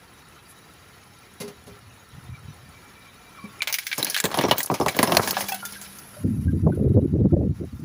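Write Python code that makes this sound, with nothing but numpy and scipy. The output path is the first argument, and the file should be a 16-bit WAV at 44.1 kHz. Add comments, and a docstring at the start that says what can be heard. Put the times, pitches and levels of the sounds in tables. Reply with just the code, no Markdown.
"""Car crushing drink cans

A car idles on paving, engages its drive and rolls one tyre over a row of full aluminium cans.
Noise bursts through wall resonances buckle the cans; banded noise and random clicks spray and fizz.
The engine is shaped noise, ticks and ringing parts; wind buffets a small microphone, lightly
before the cans and strongly after them.
"""
import sys
import numpy as np
from scipy import signal
from scipy.fft import rfft, irfft
from scipy.io import wavfile
from scipy.ndimage import uniform_filter1d

SR = 44100
rng = np.random.default_rng(int(sys.argv[2]) if len(sys.argv) > 2 else 0)


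def inscribe(sig):
    """Save sig as 16-bit PCM at rate SR to the path in sys.argv[1].

    A 1-D sig is mono; a 2-D sig holds one channel per row.
    Samples are clipped to [-1, 1] before scaling.
    """
    pcm = np.round(np.clip(np.atleast_2d(sig).T, -1, 1) * 32767)
    wavfile.write(sys.argv[1], SR, pcm.astype(np.int16))


N = 345876

# Engine noise spectrum, interpolated over log f: [f/Hz, relative density/dB]
IDLE_SPECTRUM = [(18, -53.5), (30, 2.5), (75, 3.5), (161, -0.5), (266, -4), (303, -5.5), (437, -6),
                 (616, -10.5), (1350, -13), (1860, -10), (3580, -20), (3870, -20), (8080, -20.5),
                 (10500, -21.5), (16000, -21)]
# Engine level change: [t/s, level/dB]
ENGINE_LEVEL = [(0, 4), (3.2, 4.5), (3.6, 7.5), (3.88, -2.5), (4.1, -9), (4.66, -16.5), (5.1, -25),
                (5.25, 5.5), (6.05, 6.5), (7.0, 3.5), (7.84, 0)]
# Steadily ringing engine parts: [f/Hz, width/Hz, mean level/dB]
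ENGINE_MODES = [(1338, 75, -65.5), (1022, 44, -73), (5640, 140, -77.5), (10100, 300, -76)]
# Injector tick resonances: [f/Hz, width/Hz, relative level/dB]
TICK_MODES = [(9070, 360, 7), (10300, 750, -1), (15000, 1200, -3)]
# Brief whistle swells: [centre t/s, level/dB]
WHISTLE_SWELLS = [(2.34, -49.5), (2.66, -58.5), (2.77, -53.5), (2.87, -56), (2.98, -58), (3.02, -62),
                  (3.07, -47), (3.27, -56), (3.38, -48.5), (3.452, -48.5)]
# Drive line clunks: [t/s, relative body level/dB, relative rattle level/dB, base t60/s]
DRIVE_CLUNKS = [(1.4, -19.5, -41, 0.18), (1.476, -21.5, -48, 0.1), (1.665, -28, -55, 0.16),
                (3.446, -24, -67, 0.054)]
# Chassis resonances: [f/Hz, width/Hz, relative level/dB]
CHASSIS_MODES = [(175, 65, 1), (225, 10, -10.5), (411, 12.5, 0), (490, 29, -14), (976, 16, -22)]
# Loose metal resonances: [f/Hz, width/Hz, relative level/dB]
RATTLE_MODES = [(2100, 45, -6), (2450, 45, -8), (2800, 50, -8), (3900, 50, -7), (4400, 45, -5),
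                (4750, 50, -7), (5600, 50, -7), (6300, 45, -4)]
# Wind at the microphone, a light then a strong gust, each a curve: [t/s, level/dB]
WIND_GUSTS = [
    [(1.55, -56), (1.974, -62), (2.358, -51), (2.616, -51), (2.714, -51), (2.9, -67)],
    [(6.12, -62), (6.258, -24), (6.412, -27.5), (7.35, -29), (7.562, -35), (7.84, -49)],
]
# Pushes of wind: [start t/s, hold/s, level/dB, extra reach/octaves]
WIND_BUFFETS = [(1.66, 0.061, -51, -0.2), (1.815, 0.14, -52.5, -0.33), (2.115, 0.052, -45, 0),
                (2.215, 0.033, -44, -0.072), (2.28, 0.04, -34, -0.62), (2.41, 0.034, -42, -0.58),
                (2.475, 0.014, -40, 0.094), (2.611, 0.076, -51, 0.4), (6.237, 0.021, -19, -0.027),
                (6.305, 0.08, -29, -0.31), (6.452, 0.015, -17, -0.16), (6.519, 0.042, -24, 0.13),
                (6.619, 0.019, -20, -0.17), (6.656, 0.027, -17, 1), (6.716, 0.044, -32, 0.52),
                (6.782, 0.028, -22.5, 0.42), (6.833, 0.02, -15.5, 0.18), (6.891, 0.0085, -13, 0.11),
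                (6.931, 0.049, -18.5, 0.48), (7.012, 0.03, -20, 0.15), (7.127, 0.028, -16, 0.36),
                (7.176, 0.078, -17.5, 0.49), (7.317, 0.011, -12, 0.48), (7.355, 0.1, -19.5, 0.5),
                (7.486, 0.012, -22.5, 0.1), (7.595, 0.036, -29, 1), (7.717, .03, -32, 0),
                (7.783, .04, -37.5, 0.48)]
# Short metallic rings, most from flattened cans springing back: [t/s, level/dB, f/Hz, t60/s]
METAL_TWANGS = [(3.385, -44, 1107, 0.89), (3.44, -35, 204.6, 0.22), (3.606, -21, 2320, 0.034),
                (5.458, -38.5, 3400, 0.22), (5.486, -30.5, 2380, 0.11), (5.52, -19, 758, 0.12),
                (5.519, -27.5, 2650, 0.13), (5.523, -25.5, 3360, 0.057), (5.525, -31, 1504, 0.15),
                (5.53, -41, 4300, 0.08), (5.49, -33, 810, 0.15), (5.59, -41, 2960, 0.11),
                (5.625, -29.5, 1400, 0.24), (5.655, -37.5, 3560, 0.14), (5.76, -36, 1580, 0.11),
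                (6.166, -43, 603, 0.32), (6.48, -37.5, 1600, 0.095), (6.721, -35, 1490, 0.072)]
# Between the cracks: [t/s, sloshing drink level/dB, crumpling wall level/dB]
SLOSH_CRUMPLE = [(3.9, -67, -50.5), (3.99, -47, -45.5), (4.074, -54, -41), (4.164, -58, -45),
                 (4.286, -41, -51.5), (4.406, -30.5, -34.5), (4.666, -48, -47.5), (4.802, -45.5, -51.5),
                 (4.942, -41, -39.5), (5.052, -33.5, -34.5), (5.188, -24, -43.5), (5.322, -40.5, -39),
                 (5.408, -39, -47), (5.568, -57, -52), (5.7, -60, -53)]
# Spray and fizz: [t/s, level/dB]
SPRAY_LEVEL = [(3.5, -67), (3.67, -62), (3.84, -40), (4.16, -39.5), (4.72, -39), (4.93, -37.5),
               (5.17, -29.5), (5.37, -27), (5.58, -40.5), (6.06, -50.5), (6.84, -66.5), (7.5, -70),
               (7.78, -55.5), (7.84, -58)]
# Buckling and bursting cans, relative levels:
# [t/s, shell crack/dB, can body pop/dB, gas spit/dB, tyre thud/dB, base t60/s]
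CAN_CRACKS = [(3.6195, -7, -32, -23.5, -51, 0.075), (3.6725, -8, -28.5, -25, -54, 0.12),
              (3.698, -32, -31, -32, -55, 0.097), (3.7258, -16.5, -43, -17, -80, 0.08),
              (3.7411, -10, -54, -16, -62, 0.092), (3.7849, -11, -37.5, -19, -61, 0.067),
              (3.8673, -11, -65, -20.5, -79, 0.06), (3.915, -9.5, -64, -55, -64, 0.062),
              (3.928, -10, -44, -51, -55, 0.073), (3.9796, -18.5, -21, -19.5, -25, 0.15),
              (4.0276, -6.5, -36, -16, -29.5, 0.028), (4.046, -26, -39, -11.5, -34, 0.028),
              (4.067, -11.5, -29, -29, -36, 0.14), (4.099, -25, -47.5, -19.5, -49, 0.08),
              (4.144, -4.5, -45.5, -23, -61, 0.071), (4.1639, -5, -31, -22.5, -67, 0.042),
              (4.1744, -9.5, -38.5, -22.5, -57.5, 0.065), (4.1847, -14.5, -42.5, -30, -54, 0.056),
              (4.2008, -8.5, -37, -15, -52.5, 0.044), (4.2397, -8.5, -19, -17, -17, 0.11),
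              (4.2536, -7.5, -23, -17, -50.5, 0.036), (4.3143, -20, -29, -34, -53, 0.092),
              (4.342, -14, -21, -25.5, -33.5, 0.085), (4.3728, -29, -15, -27, -16, 0.08),
              (4.3877, -6, -16, -28.5, -18, 0.068), (4.4104, -14.5, -32, -25, -25.5, 0.09),
              (4.4375, -12, -15, -45, -12.5, 0.082), (4.4496, -16, -15.5, -39.5, -31, 0.06),
              (4.4837, -31.5, -15.5, -28.5, -14, 0.035), (4.511, 2.5, -4, -16, -15, 0.068),
              (4.581, -16, -28, -18.5, -32, 0.1), (4.6036, -11, -26.5, -25, -56, 0.052),
              (4.6302, -38.5, -54.5, -18, -53.5, 0.058), (4.66, -40, -43.5, -23, -50, 0.029),
              (4.6996, -19.5, -10.5, -40, -17.5, 0.054), (4.714, -35.5, -18, -29, -18.5, 0.088),
              (4.7408, -17, -24, -21, -35, 0.093), (4.7993, -32.5, -15, -25, -13, 0.043),
              (4.81, -15, -15.5, -48, -15, 0.1), (4.8614, -15, -12, -28, -20, 0.091),
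              (4.8828, -4.5, -23.5, -18, -30.5, 0.065), (4.9466, -20.5, -38.5, -41, -29, 0.08),
              (4.9658, -23.5, -24.5, -20, -18.5, 0.034), (4.9893, -2, -9.5, -16, -10.5, 0.063),
              (5.0288, -2.5, -8, -12.5, -13, 0.072), (5.0737, -13, -15, -31.5, -19, 0.094),
              (5.099, -36.5, -24, -34, -23, 0.11), (5.1202, -5.5, -12, -20.5, -8.5, 0.054),
              (5.1488, -15, -27, -22.5, -27.5, 0.044), (5.1686, 5.5, -7, -7.5, -14.5, 0.035),
              (5.2315, -18.5, -23.5, -27, -28, 0.18), (5.2745, -12, -23, -19, -35, 0.13),
              (5.308, -9.5, -28, -10.5, -69, 0.027), (5.3675, -11, -16.5, -43, -47, 0.12),
              (5.4069, -14.5, -26, -21.5, -38, 0.14), (5.4852, -18, -36, -24, -51, 0.14),
              (5.5216, -26, -44, -24, -53, 0.045), (5.544, -19, -36, -24, -58, 0.043),
              (5.6291, -36, -34.5, -50, -59, 0.095), (5.6514, -23, -42, -25, -62, 0.1),
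              (5.723, -46, -43, -30.5, -49, 0.075), (5.8137, -29.5, -45, -32.5, -54, 0.24),
              (5.9862, -41, -60, -33, -67, 0.056)]
# Can wall resonances: [f/Hz, width/Hz, relative level/dB]
SHELL_MODES = [(1693, 38, 6), (1980, 62, -7), (2270, 200, 3), (2910, 79, -8.5), (3210, 59, -8.5),
               (3890, 100, 0.5), (4260, 100, -10.5), (5230, 170, 9), (5620, 310, -5)]
# Fine foam on the puddle: [t/s, level/dB]
FOAM_LEVEL = [(5.3, -80), (5.55, -47), (6.1, -51.5), (6.6, -57.5), (7.081, -60.5), (7.16, -78)]
# Microphone port colour: [f/Hz, width/Hz, gain/dB]
PORT_MODES = [(8470, 3060, -8.5), (10780, 3200, 6.5), (13120, 3100, -12), (15340, 500, 12.5)]

IDLE_DB = -55
TICK_START_S, TICK_GAP_S, TICK_DB = 0.135, 0.1503, -61
CHIRP_HZ, CHIRPS_PER_S, CHIRP_DB = 3860, 16.3, -69
PUFF_S, PUFF_WIDTH_S, PUFF_HZ, PUFF_DB = 0.506, 0.025, 10000, -53
WHISTLE_HZ, WHISTLE_HALF_S = 2330, 0.03
WIND_LUMP_DB, WIND_LUMP_RATE_HZ, WIND_FOOT_HZ = 2, 52, 81
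WIND_TILT_DB_PER_OCTAVE, WIND_EDGE_DB_PER_OCTAVE = -3, -41
BUFFET_RISE_S, BUFFET_FALL_S = 0.014, 0.019
REACH_OCTAVES, REACH_OCTAVES_PER_DB = 2.723, 0.037  # above the foot at 0 dB; stronger is brighter
# Full, taut cans all ring alike until the first one bursts.
FIRST_BURST_S, TAUT_RING_HZ, RING_WIDTH_HZ = 3.97, 2274, 220
HUM_HZ, HUM_START_S, HUM_RISE_S, HUM_DB, HUM_T60_S = 197.5, 5.2, 0.03, -38, 3.1
LOW_CUT_HZ, HIGH_CUT_HZ = 77, 16300


def amp(db):
    """dB to gain."""
    return 10 ** (np.asarray(db) / 20)


def unit(x):
    """Scale to rms 1."""
    return x / np.sqrt(np.mean(x ** 2) + 1e-20)


def noise():
    """White noise, rms 1."""
    return rng.standard_normal(N)


def in_time(rows):
    """Columns of a curve, one value a sample."""
    t_s, *columns = np.transpose(rows)
    return [np.interp(np.arange(N) / SR, t_s, column) for column in columns]


def band(x, low_hz, high_hz, order=2):
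    """Band-pass that keeps the rms of white noise."""
    sos = signal.butter(order, [low_hz, high_hz], "band", fs=SR, output="sos")
    return signal.sosfilt(sos, x + 1e-18) * np.sqrt(SR / 2 / (high_hz - low_hz))


def resonance(x, hz, width_hz):
    """Two-pole resonance that keeps the rms of white noise."""
    r = np.exp(-np.pi * width_hz / SR)
    zeros = np.sqrt((1 - r * r) / 2) * np.array([1, 0, -1])
    poles = [1, -2 * r * np.cos(2 * np.pi * hz / SR), r * r]
    return signal.lfilter(zeros, poles, x + 1e-18)


def modes(x, table):
    """Sum of resonances driven by one sound."""
    return sum(amp(db) * resonance(x, hz, width_hz) for hz, width_hz, db in table)


def drift(rate_hz):
    """Slow random curve, rms 1: low-passed noise made at SR/20."""
    r = np.exp(-40 * np.pi * rate_hz / SR)
    slow = signal.lfilter([1], [1, -2 * r, r * r], rng.standard_normal(N // 20 + 4002))
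    slow = unit(slow[4000:])  # settled part
    return np.interp(np.arange(N) / 20, np.arange(len(slow)), slow)


def grains(per_s, spread_db):
    """Random clicks of very uneven size, rms 1."""
    sizes = amp(spread_db * np.minimum(rng.exponential(1, N), 4))
    signs = rng.choice([-1, 1], N)
    return unit(sizes * signs * (rng.random(N) < per_s / SR))


def dying(times_s, levels_db, t60s_s, rise_s, snap_db=-52.0, snap_s=0.0025):
    """Blow envelopes: fast rise, short snap on top, exponential decay cut at 0.5 s."""
    out, t = np.zeros(N + SR), np.arange(SR // 2) / SR
    for time_s, level_db, t60_s in zip(times_s, levels_db, t60s_s):
        at = round(time_s * SR)
        shape = amp(-60 * t / t60_s) + amp(snap_db) * np.exp(-t / snap_s)
        out[at:at + len(t)] += amp(level_db) * shape * (1 - np.exp(-t / rise_s))
    return out[:N]


def swell(centre_s, half_s):
    """Bell-shaped envelope, 1/e at half_s from its centre."""
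    return np.exp(-((np.arange(N) / SR - centre_s) / half_s) ** 2)


def engine():
    """Idle noise, ringing parts, ticks, chirp and puff share one level curve; the whistle does not."""
    change_db, = in_time(ENGINE_LEVEL)
    parts = small_parts(level_db=-77.0, tilt_db_per_octave=-0.5, per_s=14, width_hz=16)
    running = idle() + ringing_parts() + parts + chirp() + ticks() + puff()
    return amp(change_db) * running + whistle()


def idle():
    """Noise shaped by the idle spectrum, level wavering."""
    hz = np.maximum(np.fft.rfftfreq(N, 1 / SR), 1)
    shape_hz, shape_db = np.transpose(IDLE_SPECTRUM)
    shape = amp(np.interp(np.log(hz), np.log(shape_hz), shape_db))
    return amp(IDLE_DB + 1.1 * drift(9.8)) * unit(irfft(rfft(noise()) * shape, N))


def ringing_parts():
    """Narrow resonances driven by noise, each wavering alone."""
    return sum(amp(db + 3.2 * drift(24)) * resonance(noise(), hz, width_hz)
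               for hz, width_hz, db in ENGINE_MODES)


def small_parts(level_db, tilt_db_per_octave, per_s, width_hz):
    """Loose parts in the engine bay, knocked at random, ring briefly at their own pitches."""
    pitches_hz = np.geomspace(700, 7000, 36) * amp(rng.normal(0, 0.25, 36))
    out = 0
    for hz in pitches_hz:
        tilt_db = tilt_db_per_octave * np.log2(hz / 700)
        out = out + amp(tilt_db) * resonance(grains(per_s, 2.8), hz, width_hz)
    return amp(level_db) * out


def chirp():
    """Narrow noise pulsing fast and regularly."""
    t = np.arange(N) / SR
    throb = (0.5 + 0.5 * np.cos(2 * np.pi * CHIRPS_PER_S * t - 2.5)) ** 0.61
    return amp(CHIRP_DB + 2.5 * drift(4)) * throb * resonance(noise(), CHIRP_HZ, 60)


def ticks():
    """Injector ticks: evenly spaced noise bursts through high resonances."""
    at_s = np.arange(TICK_START_S, N / SR, TICK_GAP_S)
    levels_db = TICK_DB + rng.normal(0, 1.4, len(at_s))
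    bursts = noise() * dying(at_s, levels_db, np.full_like(at_s, 0.038), 0.00045)
    return modes(bursts, TICK_MODES)


def puff():
    """One brief swell of broad high noise."""
    return amp(PUFF_DB) * swell(PUFF_S, PUFF_WIDTH_S) * resonance(noise(), PUFF_HZ, 2900)


def clunks():
    """Dull blows into the chassis modes with a loose metal rattle on top."""
    t_s, body_db, rattle_db, t60_s = np.transpose(DRIVE_CLUNKS)
    shake = noise() * dying(t_s, body_db - 7.5, t60_s, 0.02)
    rattle = (noise() + 0.32 * grains(710, 1.6)) * dying(t_s, rattle_db, 0.83 * t60_s, 0.006)
    body = modes(shake, CHASSIS_MODES)
    metal = modes(rattle, RATTLE_MODES)
    return body + 3.5 * band(rattle, 2700, 13000, order=1) + metal


def wind():
    """Lumpy low noise; stronger and faster eddies reach higher before a steep edge."""
    rows = []
    for gust in WIND_GUSTS:
        rows += [(gust[0][0] - 0.05, -90)] + list(gust) + [(gust[-1][0] + 0.11, -90)]
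    strength, extra_octaves = amp(in_time(rows)[0]), 0
    lump, t = drift(WIND_LUMP_RATE_HZ), np.arange(N) / SR
    for start_s, hold_s, push_db, more_octaves in WIND_BUFFETS:
        top_s = start_s + BUFFET_RISE_S
        corners_s = [start_s, top_s, top_s + hold_s, top_s + hold_s + BUFFET_FALL_S]
        shape = np.sin(np.interp(t, corners_s, [0, 1, 1, 0]) * np.pi / 2) ** 2
        strength = strength + amp(push_db) * shape
        extra_octaves = extra_octaves + more_octaves * shape
    strength_db = 20 * np.log10(strength)
    reach = REACH_OCTAVES + 0.094 * lump + REACH_OCTAVES_PER_DB * strength_db + extra_octaves
    white = rng.standard_normal((2, N))  # neighbouring bands use independent noise
    out, power = 0, 0
    edges_hz = 45 * 2 ** np.arange(0, 5.4, 1 / 3)
    for k, (low_hz, high_hz) in enumerate(zip(edges_hz, edges_hz[1:])):
        octave = np.log2(np.sqrt(low_hz * high_hz) / WIND_FOOT_HZ)
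        slopes_db = WIND_TILT_DB_PER_OCTAVE * max(octave, 0) + 20.0 * min(octave, 0)
        slopes_db = slopes_db + WIND_EDGE_DB_PER_OCTAVE * np.maximum(octave - reach, 0)
        gain = amp(slopes_db + 3.96 * drift(35))
        out = out + gain * band(white[k % 2], low_hz, high_hz, order=4)
        power = power + gain ** 2
    return strength * amp(WIND_LUMP_DB * lump) * out / np.sqrt(power)


def whistle():
    """Noise through two narrow resonances, in brief swells."""
    level = sum(amp(db) * swell(t_s, WHISTLE_HALF_S) for t_s, db in WHISTLE_SWELLS)
    tone = resonance(resonance(noise(), WHISTLE_HZ, 70), WHISTLE_HZ, 59)
    return level * unit(tone)


def twangs():
    """Struck single modes: decaying sines, slightly roughened in level and phase."""
    t, out = np.arange(N) / SR, 0
    for t_s, db, hz, t60_s in METAL_TWANGS:
        level = dying([t_s], [db], [t60_s], 0.0011) * amp(2.7 * drift(45))
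        out = out + level * np.sin(2 * np.pi * hz * (t - t_s) + 1.1 * drift(30))
    return out


def shell(x, ring_share, waver_db):
    """Can wall: broad crackle plus resonances whose strengths change as the metal folds."""
    ringing = sum(amp(db + waver_db * drift(45)) * resonance(x, hz, width_hz)
                  for hz, width_hz, db in SHELL_MODES)
    scale = np.sqrt(sum(amp(2 * db) for _, _, db in SHELL_MODES))
    crackle = band(x, 1520, 4800, order=3)
    return np.sqrt(1 - ring_share) * crackle + np.sqrt(ring_share) * ringing / scale


def patchy(x, patch_db, rate_hz):
    """Treble in four bands that swell and fade on their own."""
    edges_hz, out = [4500, 6500, 9000, 12500, 18000], 0
    for low_hz, high_hz in zip(edges_hz, edges_hz[1:]):
        share = np.sqrt((high_hz - low_hz) / 13500)
        out = out + amp(patch_db * drift(rate_hz)) * share * band(x, low_hz, high_hz, order=3)
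    return out


def crush():
    """Drink sloshes out, the wall crumples in small folds, the spray fizzes."""
    rows = [(3.55, -87, -67)] + list(SLOSH_CRUMPLE) + [(5.9, -92, -53), (6.2, -88.5, -90.5)]
    flow_db, fold_db = in_time(rows)
    spray_db, = in_time([(0, -90), (3.45, -88)] + list(SPRAY_LEVEL))
    flow = unit(0.25 * noise() + 0.35 * grains(400, 6.9))
    slosh = band(amp(flow_db + 0.55 * drift(29)) * flow, 68, 1300, order=3)
    folds = unit(0.77 * noise() + 0.39 * grains(1100, 10.0))
    crumple = shell(amp(fold_db + 5.0 * drift(20)) * folds, ring_share=0.4, waver_db=1.5)
    fizz = 0.63 * noise() + 0.21 * grains(2400, 14.0)
    spray = patchy(amp(spray_db + 2.8 * drift(21)) * fizz, patch_db=2.0, rate_hz=25)
    return slosh + crumple + spray


def slips():
    """Stick-slip noise: random clicks over white noise."""
    return 0.32 * grains(2500, 2.7) + 0.66 * noise()


def snaps(times_s, levels_db):
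    """One click of random sign at each blow, 30 samples in."""
    out = np.zeros(N)
    at = np.round(times_s * SR).astype(int) + 30
    out[at] = amp(levels_db) * rng.choice([-1, 1], len(times_s))
    return out


def rings(x, times_s, pitches_hz, width_hz):
    """Up to the next blow, 0.25 s at most, the sound passes through each blow's own resonance."""
    out, at = np.zeros(N + SR), [round(t_s * SR) for t_s in times_s] + [N]
    for start, stop, hz in zip(at, at[1:], pitches_hz):
        piece = np.concatenate([x[start:min(stop, start + SR // 4)], np.zeros(SR // 20)])
        out[start:start + len(piece)] += resonance(piece, hz, width_hz)
    return out[:N]


def cracks():
    """Each fold is a snap and a burst of slips that shake tyre, can body, wall and escaping gas."""
    t_s, crack_db, pop_db, spit_db, thud_db, t60_s = np.transpose(CAN_CRACKS)
    # Each fold favours one wall mode, mostly a low one.
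    favoured = (rng.random(len(t_s)) ** 2 * len(SHELL_MODES)).astype(int)
    ring_hz = np.array(SHELL_MODES)[favoured, 0]
    ring_hz[t_s < FIRST_BURST_S] = TAUT_RING_HZ

    thud_env = dying(t_s, thud_db, 1.37 * t60_s, 0.003, snap_db=-9.5, snap_s=0.0046)
    thud = band(slips() * thud_env, 90, 546, order=3)

    pop_env = dying(t_s, pop_db - 7.0, 1.41 * t60_s, 0.0012, snap_db=10.5, snap_s=0.0016)
    pop = band(slips() * pop_env + snaps(t_s, pop_db + 13.5), 570, 1134, order=3)

    fold_env = dying(t_s, crack_db - 16.5, t60_s, 0.00094, snap_db=10.0, snap_s=0.001)
    fold = slips() * fold_env + snaps(t_s, crack_db - 0.5)
    crack = shell(fold, ring_share=0.11, waver_db=3.0)
    crack = crack + amp(-0.5) * rings(fold, t_s, ring_hz, RING_WIDTH_HZ)

    spit_env = dying(t_s, spit_db, 0.99 * t60_s, 0.0002, snap_db=0.5, snap_s=0.00092)
    spit = patchy(slips() * spit_env, patch_db=3.0, rate_hz=7)
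    return thud + pop + crack + spit


def hum():
    """Low sine that sets in under load, wavers a little in pitch and fades."""
    t = np.maximum(np.arange(N) / SR - HUM_START_S, 0)
    phase = 2 * np.pi * np.cumsum(HUM_HZ * (1 + 0.012 * drift(7.4))) / SR
    level = amp(HUM_DB - 60 * t / HUM_T60_S + 1.4 * drift(19))
    return level * (1 - np.exp(-t / HUM_RISE_S)) * np.sin(phase)


def foam():
    """Tiny bubbles burst densely in a high, narrow band."""
    level_db, = in_time([(0.0085, -86.0)] + list(FOAM_LEVEL) + [(7.3, -92)])
    bubbles = 0.83 * noise() + 0.58 * grains(5000, 2.5)
    return amp(level_db + 1.4 * drift(20)) * band(bubbles, 9100, 12300, order=4)


def give_way(loud, knee_db, slope, release_db_per_s):
    """Gain for quiet sounds: down at once under loud ones, up again at a steady rate."""
    power_db = 10 * np.log10(uniform_filter1d(loud ** 2, size=200) + 1e-12)
    over_db = np.maximum(power_db - knee_db, 0)
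    ramp_db = release_db_per_s * np.arange(N) / SR
    held_db = np.maximum.accumulate(over_db + ramp_db) - ramp_db
    return amp(-slope * uniform_filter1d(held_db, size=150))


def scene():
    """Sum of sources; the engine is turned down under cracks and gusts, spray and foam under gusts."""
    blows, gusts = cracks(), wind()
    around = engine() * give_way(blows + gusts, knee_db=-31.5, slope=0.63, release_db_per_s=394)
    wet = crush() * give_way(gusts, knee_db=-30.5, slope=0.11, release_db_per_s=398.5)
    froth = foam() * give_way(gusts, knee_db=-26.5, slope=0.91, release_db_per_s=499.5)
    return (around + clunks() + gusts + twangs() + wet + blows + hum() + froth)[None]


def peaking(x, hz, width_hz, gain_db):
    """Bump or dip in the spectrum."""
    w, a = 2 * np.pi * hz / SR, amp(gain_db / 2)
    k = np.sin(w) * width_hz / hz / 2
    zeros = [1 + k * a, -2 * np.cos(w), 1 - k * a]
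    poles = [1 + k / a, -2 * np.cos(w), 1 - k / a]
    return signal.lfilter(zeros, poles, x)


def record(dry):
    """Port resonances colour the treble, deep bass is cut, peaks are rounded, the top is cut."""
    for hz, width_hz, gain_db in PORT_MODES:
        dry = peaking(dry, hz, width_hz, gain_db)
    dry = signal.sosfilt(signal.butter(2, LOW_CUT_HZ, "high", fs=SR, output="sos"), dry)
    rounded = 0.8 * np.tanh(dry / 0.8)
    return signal.sosfilt(signal.cheby2(12, 60, HIGH_CUT_HZ, fs=SR, output="sos"), rounded)


dry = scene()
out = record(dry)
inscribe(out)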